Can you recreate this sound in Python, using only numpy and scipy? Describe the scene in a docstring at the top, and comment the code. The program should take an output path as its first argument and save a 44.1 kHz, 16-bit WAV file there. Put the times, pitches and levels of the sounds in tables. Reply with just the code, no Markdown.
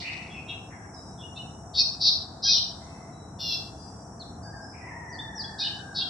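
"""Over the rumble of a town, far birds call and a shrike on a roof peak starts a soft chatter.
It breaks into four loud scratchy notes: the two sides of its syrinx buzz at unrelated pitches
through one throat, and the houses around answer. Thin falling whistles follow, each from one
membrane alone, while a far rooster crows. Two more loud scratchy notes close the song."""
import sys
import numpy as np
from scipy import signal
from scipy.fft import rfft, irfft, next_fast_len
from scipy.io import wavfile
from scipy.ndimage import uniform_filter1d, map_coordinates

SR = 44100
rng = np.random.default_rng(int(sys.argv[2]) if len(sys.argv) > 2 else 0)


def transcribe(signal):
    """Save signal, clipped to [-1, 1], as a 16-bit WAV file at the path in sys.argv[1]."""
    frames = np.atleast_2d(signal).T
    limited = np.clip(frames, -1, 1)
    pcm = np.round(limited * 32767).astype(np.int16)
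    wavfile.write(sys.argv[1], SR, pcm)


N = 268569


def shrike():
    """The dry song: scratchy notes, clear tones and falling whistles."""
    # Scratchy notes: start_s, length_s, crest_s (into the note), level_db, swell_db, throat_start_hz,
    # throat_end_hz, throat_width_hz, low_voice_hz, high_voice_hz, glide_octaves_per_s,
    # roughness (0-1), beak_db, top_db, top_hz
    rasps = [ (0.293, 0.13, 0.088, -37, 12, 3150, 2320, 230, 665, 844, -0.047, 0.09, -22, -50.5, 13000),
             (0.472, 0.08, .026, -31.5, 22, 3250, 2730, 373, 662, 919.5, -0.015, .16, -29, -71, 13000),
             (1.174, 0.062, 0.043, -42, 15.5, 3520, 3080, 203, 713, 852, 0.14, 0.17, -41, -67, 13000),
             (1.346, 0.05, 0.032, -35.5, 19, 3630, 3640, 264, 732, 992, 0.18, 0.23, -44, -59, 13200),
             (1.735, .1, 0.063, -14, 20.5, 3930, 4860, 700, 632, 890, -0.25, 0.44, -33.5, -68.5, 13300),
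             (1.998, 0.11, 0.082, -13, 12, 4480, 4290, 650, 653.4, 895, -0.28, 0.61, -24, -50.5, 12800),
             (2.421, 0.18, 0.091, -14.5, 10, 4640, 3820, 743, 620.4, 811, -.55, 0.33, -0.5, -45, 13400),
             (3.388, .18, 0.14, -24.5, 8, 3600, 4160, 695, 692, 868, -0.43, .3, 0.5, -30, 14300),
             (5.582, 0.11, 0.041, -24, 3, 4550, 3200, 670, 608.6, 935, -0.53, 0.47, -46, -88, 14000),
             (5.943, .101, 0.048, -24, 6.5, 4470, 3530, 593, 639, 879, -0.35, 0.46, -45, -65.5, 14000), ]
    song = np.zeros(N)
    for start_s, *row in rasps:
        add(song, start_s, rasp(*row))
    return song + clear_tones() + falling_whistles()


def rasp(length_s, crest_s, level_db, swell_db, start_hz, end_hz, width_hz,
         low_hz, high_hz, glide, roughness, beak_db, top_db, top_hz, throb_hz=112, throb_depth=0.22):
    """Both membranes and turbulent air, throbbing together through one throat."""
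    t, envelope = note(length_s, crest_s, swell_db)
    bend = 2 ** (glide * (t - t.mean()))
    jitter = 0.0375 * roughness
    buzz = unit(membrane(low_hz * bend, jitter) + 1.03 * membrane(high_hz * bend, jitter))
    source = np.sqrt(1 - roughness) * buzz + roughness * rng.standard_normal(len(t))
    body = throat(source, length_s, start_hz, end_hz, width_hz, beak_db)
    body /= np.sqrt(uniform_filter1d(body ** 2, size=130) + 0.33)  # the membranes' swing is bounded
    body = filtered(body, lambda hz: 1 / np.sqrt(1 + (hz / 6080) ** 140))  # steep low-pass
    top = filtered(source, lambda hz: bell(hz, top_hz, width_hz=400))  # faint high overtones
    throb = 1 + throb_depth * np.cos(phase_of(throb_hz * (1 + 0.14 * wobble(60, len(t)))))
    return envelope * amp(level_db) * unit(throb) * (unit(body) + amp(top_db) * unit(top))


def membrane(hz, jitter, wander=0.008):
    """One side of the syrinx: sharp pulses whose pitch jitters fast and wanders more slowly."""
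    unsteady = 1 + jitter * wobble(457.2, len(hz)) + wander * wobble(69.44, len(hz))
    harmonics = np.arange(1, 24)[:, None]
    return unit(np.cos(harmonics * phase_of(hz * unsteady)).sum(axis=0))


def throat(source, length_s, start_hz, end_hz, width_hz, beak_db):
    """A sliding resonance that passes little below it; a steady beak resonance adds brightness."""
    # Overall colour of the throat: frequency_hz, gain_db
    colour = [(1400, -24.5), (2100, -17), (2550, 10.5), (3000, -0.5), (3700, 4.5), (4800, 3.5), (5700, 2),
              (5980, -4.5), (6250, -59), (7500, -43)]
    hz, frame_s, spectrum = signal.stft(source, SR, nperseg=256)
    hz = hz[:, None]
    peak_hz = np.interp(frame_s, [0, length_s], [start_hz, end_hz])
    low_cut = np.maximum(0.5 + 0.5 * np.tanh((hz - peak_hz + 1.16 * width_hz) / 90), amp(-36))
    beak = amp(beak_db) * bell(hz, centre_hz=5560, width_hz=280)
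    shape = (bell(hz, peak_hz, width_hz) * low_cut + beak) * amp(along(colour, hz))
    shape /= np.linalg.norm(shape, axis=0) + 1e-9
    _, voiced = signal.istft(spectrum * shape, SR, nperseg=256)
    return unit(voiced[:len(source)])


def clear_tones(settle_s=0.012):
    """Short pips, and harmonics that ring out of a scratchy note; each slides onto a held pitch."""
    # Clear tones: start_s, length_s, first_hz, held_hz, level_db
    tones = [ (1.223, 0.051, 2770, 2887, -40.5), (1.358, 0.042, 2700, 2670, -40.5),
             (1.378, 0.053, 3000, 2914, -38), (1.777, 0.061, 2550, 2514, -42),
             (1.774, 0.059, 2690, 2700, -46), (2.04, 0.078, 2670, 2680, -51.5),
             (2.441, 0.065, 3220, 3255, -30.5), (2.467, 0.068, 2506, 2512, -37),
             (2.441, 0.061, 1590, 1612, -46.5), (2.551, 0.078, 2916, 2940, -41.5),
             (3.416, 0.079, 3010, 2795, -39.5), (3.491, .088, 2815, 2705, -35.5),
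             (5.186, .034, 3370, 3616, -28), (5.438, 0.026, 3320, 3444, -28),
             (5.605, 0.043, 2450, 2510, -39.5), (5.635, .06, 2835, 3000, -32),
             (5.997, 0.044, 2610, 2810, -39), (6.011, 0.03, 3240, 3320, -25), ]
    song = np.zeros(N)
    for start_s, length_s, first_hz, held_hz, level_db in tones:
        t, envelope = note(length_s, crest_s=0.39 * length_s, swell_db=0)
        hz = held_hz + (first_hz - held_hz) * np.exp(-t / settle_s)
        add(song, start_s, amp(level_db) * envelope * whistle(hz))
    return song


def falling_whistles(swell_db_per_s=289.5):
    """Thin whistles that fall ever faster and swell until shortly before they end."""
    # Downward slurs: start_s, length_s, start_hz, end_hz, level_db
    slurs = [(4.194, .04, 4450, 3520, -35), (5.089, 0.035, 5830, 5700, -44),
             (5.119, 0.046, 4930, 4230, -40), (5.344, .082, 5900, 3990, -28.5)]
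    song = np.zeros(N)
    for start_s, length_s, start_hz, end_hz, level_db in slurs:
        crest_s = max(length_s - 0.025, 0.017)
        t, envelope = note(length_s, crest_s, swell_db_per_s * crest_s)
        hz = start_hz + (end_hz - start_hz) * (t / length_s) ** 1.7
        add(song, start_s, amp(level_db) * envelope * whistle(hz))
    return song


def whistle(hz):
    """A fluttering sine tone from one membrane, which shakes more as it slackens."""
    fall_octaves_per_s = np.maximum(-np.gradient(np.log2(hz)), 0) * SR
    shake = np.minimum(0.003 + 0.003 * fall_octaves_per_s, 0.032)
    phase = phase_of(hz * (1 + shake * wobble(450, len(hz))))
    flutter = unit(amp(2 * wobble(130, len(hz))))
    return flutter * np.sqrt(2) * np.sin(phase)


def note(length_s, crest_s, swell_db, attack_s=0.017, release_s=0.018, shut_db=15, sag_db_per_s=87):
    """Time axis and envelope of a note: it opens quickly, swells to its crest, sags and closes."""
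    t = np.arange(max(int(length_s * SR), 512)) / SR
    left_s = t[-1] - t
    gate = np.sin(np.pi / 2 * np.clip(np.minimum(t, left_s) / 0.0033, 0, 1)) ** 2  # click-free ends
    arch_db = -swell_db * np.maximum(1 - t / crest_s, 0) - sag_db_per_s * np.maximum(t - crest_s, 0)
    edges_db = -shut_db * (np.maximum(1 - t / attack_s, 0) + np.maximum(1 - left_s / release_s, 0))
    return t, gate * amp(arch_db + edges_db)


def echo(x, t60_s, build_s, spread=2.1, shared=0.11):
    """The buildings answer: a few strong reflections among many weak, partly shared by both ears."""
    t = np.arange(SR) / SR
    facets = np.exp(spread * np.clip(rng.standard_normal(SR), -3, 3))
    grain = np.sqrt(1 - shared) * rng.standard_normal((2, SR))
    grain += np.sqrt(shared) * rng.standard_normal(SR)
    tail = grain * facets * amp(-60 * t / t60_s) * (1 - np.exp(-(t / build_s) ** 2))
    tail /= np.linalg.norm(tail, axis=1, keepdims=True)
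    return signal.fftconvolve(x[None], tail, axes=1)[:, :N]


def far_calls():
    """The fading echo of a call just ended, then far churrs and thin whistles, blurred by the streets."""
    # Noise bursts, first the fading echo, then the churrs: start_s, length_s, centre_hz, width_hz, level_db
    bursts = [(0, 0.017, 4240, 1000, -34), (0, 0.16, 2190, 265, -40.5), (0.04, 0.074, 2630, 191, -36),
              (0.7, 0.057, 1860, 314, -49), (0.934, 0.039, 5240, 193, -46), (2.78, 0.34, 2040, 132, -62.5),
              (4.6, .14, 5240, 167, -52.5), (4.72, 0.19, 2240, 275, -53)]
    # Far birds' whistles: start_s, length_s, pitch_hz, level_db
    whistles = [(0.771, 0.07, 1624, -52.5), (0.956, .06, 3890, -60.5), (2.874, .076, 2615, -64),
                (3.112, .15, 3945, -62.5), (3.767, 0.13, 4906, -54), (4.423, 0.064, 4840, -50)]
    calls = np.zeros(N)
    for start_s, length_s, centre_hz, width_hz, level_db in bursts:
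        n = int(length_s * SR)
        band = lambda hz: bell(hz, centre_hz, width_hz)
        burst = unit(filtered(rng.standard_normal(n), lambda hz: band(hz) ** 2 + 0.062 * band(hz)))
        add(calls, start_s, amp(level_db) * burst * signal.windows.tukey(n, 0.3))
    for start_s, length_s, pitch_hz, level_db in whistles:
        n = int(length_s * SR)
        add(calls, start_s, amp(level_db) * whistle(np.full(n, pitch_hz)) * signal.windows.tukey(n, 0.3))
    return 0.41 * calls + 1.1 * echo(calls, t60_s=0.75, build_s=0.0011)


def rooster(hoarseness=0.042, octave_db=3, fade_db_per_s=4, edge_s=0.03):
    """A hoarse crow from far away, mostly echo; each syllable sinks and fades as it is held."""
    # Syllables of the crow: start_s, length_s, pitch_hz, level_db
    syllables = [(4.43, 0.23, 815.3, -51), (4.8, 1.3, 947.4, -47)]
    crow = np.zeros(N)
    for start_s, length_s, pitch_hz, level_db in syllables:
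        t = np.arange(int(length_s * SR)) / SR
        hz = pitch_hz - 148 * t ** 1.6  # 148 Hz flat after one second
        phase = phase_of(hz * (1 + hoarseness * wobble(110, len(t))))
        voice = np.sin(phase) + amp(octave_db) * np.sin(2 * phase)
        gate = np.clip(np.minimum(t, length_s - t) / edge_s, 0, 1)
        add(crow, start_s, gate * amp(level_db - fade_db_per_s * t) * unit(voice))
    return 0.84 * crow + 1.43 * echo(crow, t60_s=1.0, build_s=0.0047)


def town():
    """The bed: traffic rumble, a wash of far street noise and a thin steady hiss."""
    # Spectral shapes of the three layers: frequency_hz, relative_db
    traffic = [(15, -84), (25, -27.5), (61, -5.5), (80, 1), (193, -2), (226, -5.5), (312, -8), (382, -11.5),
               (580, -15), (620, -25.5), (810, -43), (1360, -120)]
    wash = [(560, -49), (630, -2), (665, 4.5), (830, 0), (1050, -5.5), (1400, -10), (1750, -17.5),
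            (2200, -33), (3200, -43), (4800, -63.5), (6000, -68)]
    hiss = [(4700, -26.5), (5250, -4), (5580, 14.5), (5800, -21.5), (6000, 12), (6200, -7), (7000, -1.5),
            (8000, 0.5), (9100, -9.5), (10200, -9.5), (10800, -11.5), (11150, -58)]
    return (amp(-44.5) * rush(traffic, sway_db=-0.5)
            + amp(-49.5) * rush(wash, sway_db=-0.3)
            + amp(-57) * rush(hiss, sway_db=1.53))


def rush(spectrum, sway_db):
    """Stereo noise that sways slowly in level, near mono in the bass and wide in the treble."""
    # Likeness of left and right: frequency_hz, correlation (0-1)
    likeness = [(60, 0.98), (110, 1), (220, 0.98), (410, 0.92), (780, 0.59), (1480, 0.37), (2800, 0.059),
                (5320, 0.069)]

    def mid_side_gains(hz):
        angle = np.arccos(along(likeness, hz)) / 2
        return amp(along(spectrum, hz)) * [np.cos(angle), np.sin(angle)]

    mid, side = filtered(rng.standard_normal((2, N)), mid_side_gains)
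    return unit(np.array([mid + side, mid - side])) * amp(sway_db * wobble(2.82, N))


def amp(db):
    """Decibels to gain."""
    return 10 ** (np.asarray(db) / 20)


def unit(x):
    """x at rms 1."""
    return x / np.sqrt(np.mean(x ** 2) + 1e-20)


def phase_of(hz):
    """Running phase of a moving pitch, in radians."""
    return 2 * np.pi * np.cumsum(hz) / SR


def along(points, hz):
    """A curve of (frequency_hz, value) points read on a log axis."""
    points_hz, values = np.transpose(points)
    return np.interp(np.log(hz + 1), np.log(points_hz + 1), values)


def bell(hz, centre_hz, width_hz):
    """Gain of one rounded resonance."""
    return np.exp(-0.25 * ((hz - centre_hz) / width_hz) ** 2)


def wobble(knots_per_s, n):
    """A smooth random curve of n samples at rms 1."""
    knots = rng.standard_normal(int(n * knots_per_s / SR) + 4)
    return unit(map_coordinates(knots, [np.arange(n) * knots_per_s / SR]))


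def filtered(x, response):
    """x through a filter whose gain is response(hz)."""
    n = x.shape[-1]
    padded = next_fast_len(n + 4096)
    return irfft(rfft(x, padded) * response(np.fft.rfftfreq(padded, 1 / SR)), padded)[..., :n]


def add(track, start_s, x):
    """Mix x into the track at start_s."""
    part = track[max(round(start_s * SR), 0):][:len(x)]
    part += x[:len(part)]


def scene(lean_left_db=0.66):
    """The shrike heard directly, off near walls and down the street, with the town behind it."""
    song = shrike()
    walls = amp(-5.5) * echo(song, t60_s=0.38, build_s=0.0011)
    street = amp(-23) * echo(song, t60_s=0.95, build_s=0.02)
    mix = amp(-4.5) * song + walls + street + far_calls() + rooster() + town()
    return mix * amp([[lean_left_db], [-lean_left_db]])


def record(dry):
    """A brick-wall high cut at 15.7 kHz."""
    return filtered(dry, lambda hz: hz < 15700)


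dry = scene()
out = record(dry)
transcribe(out)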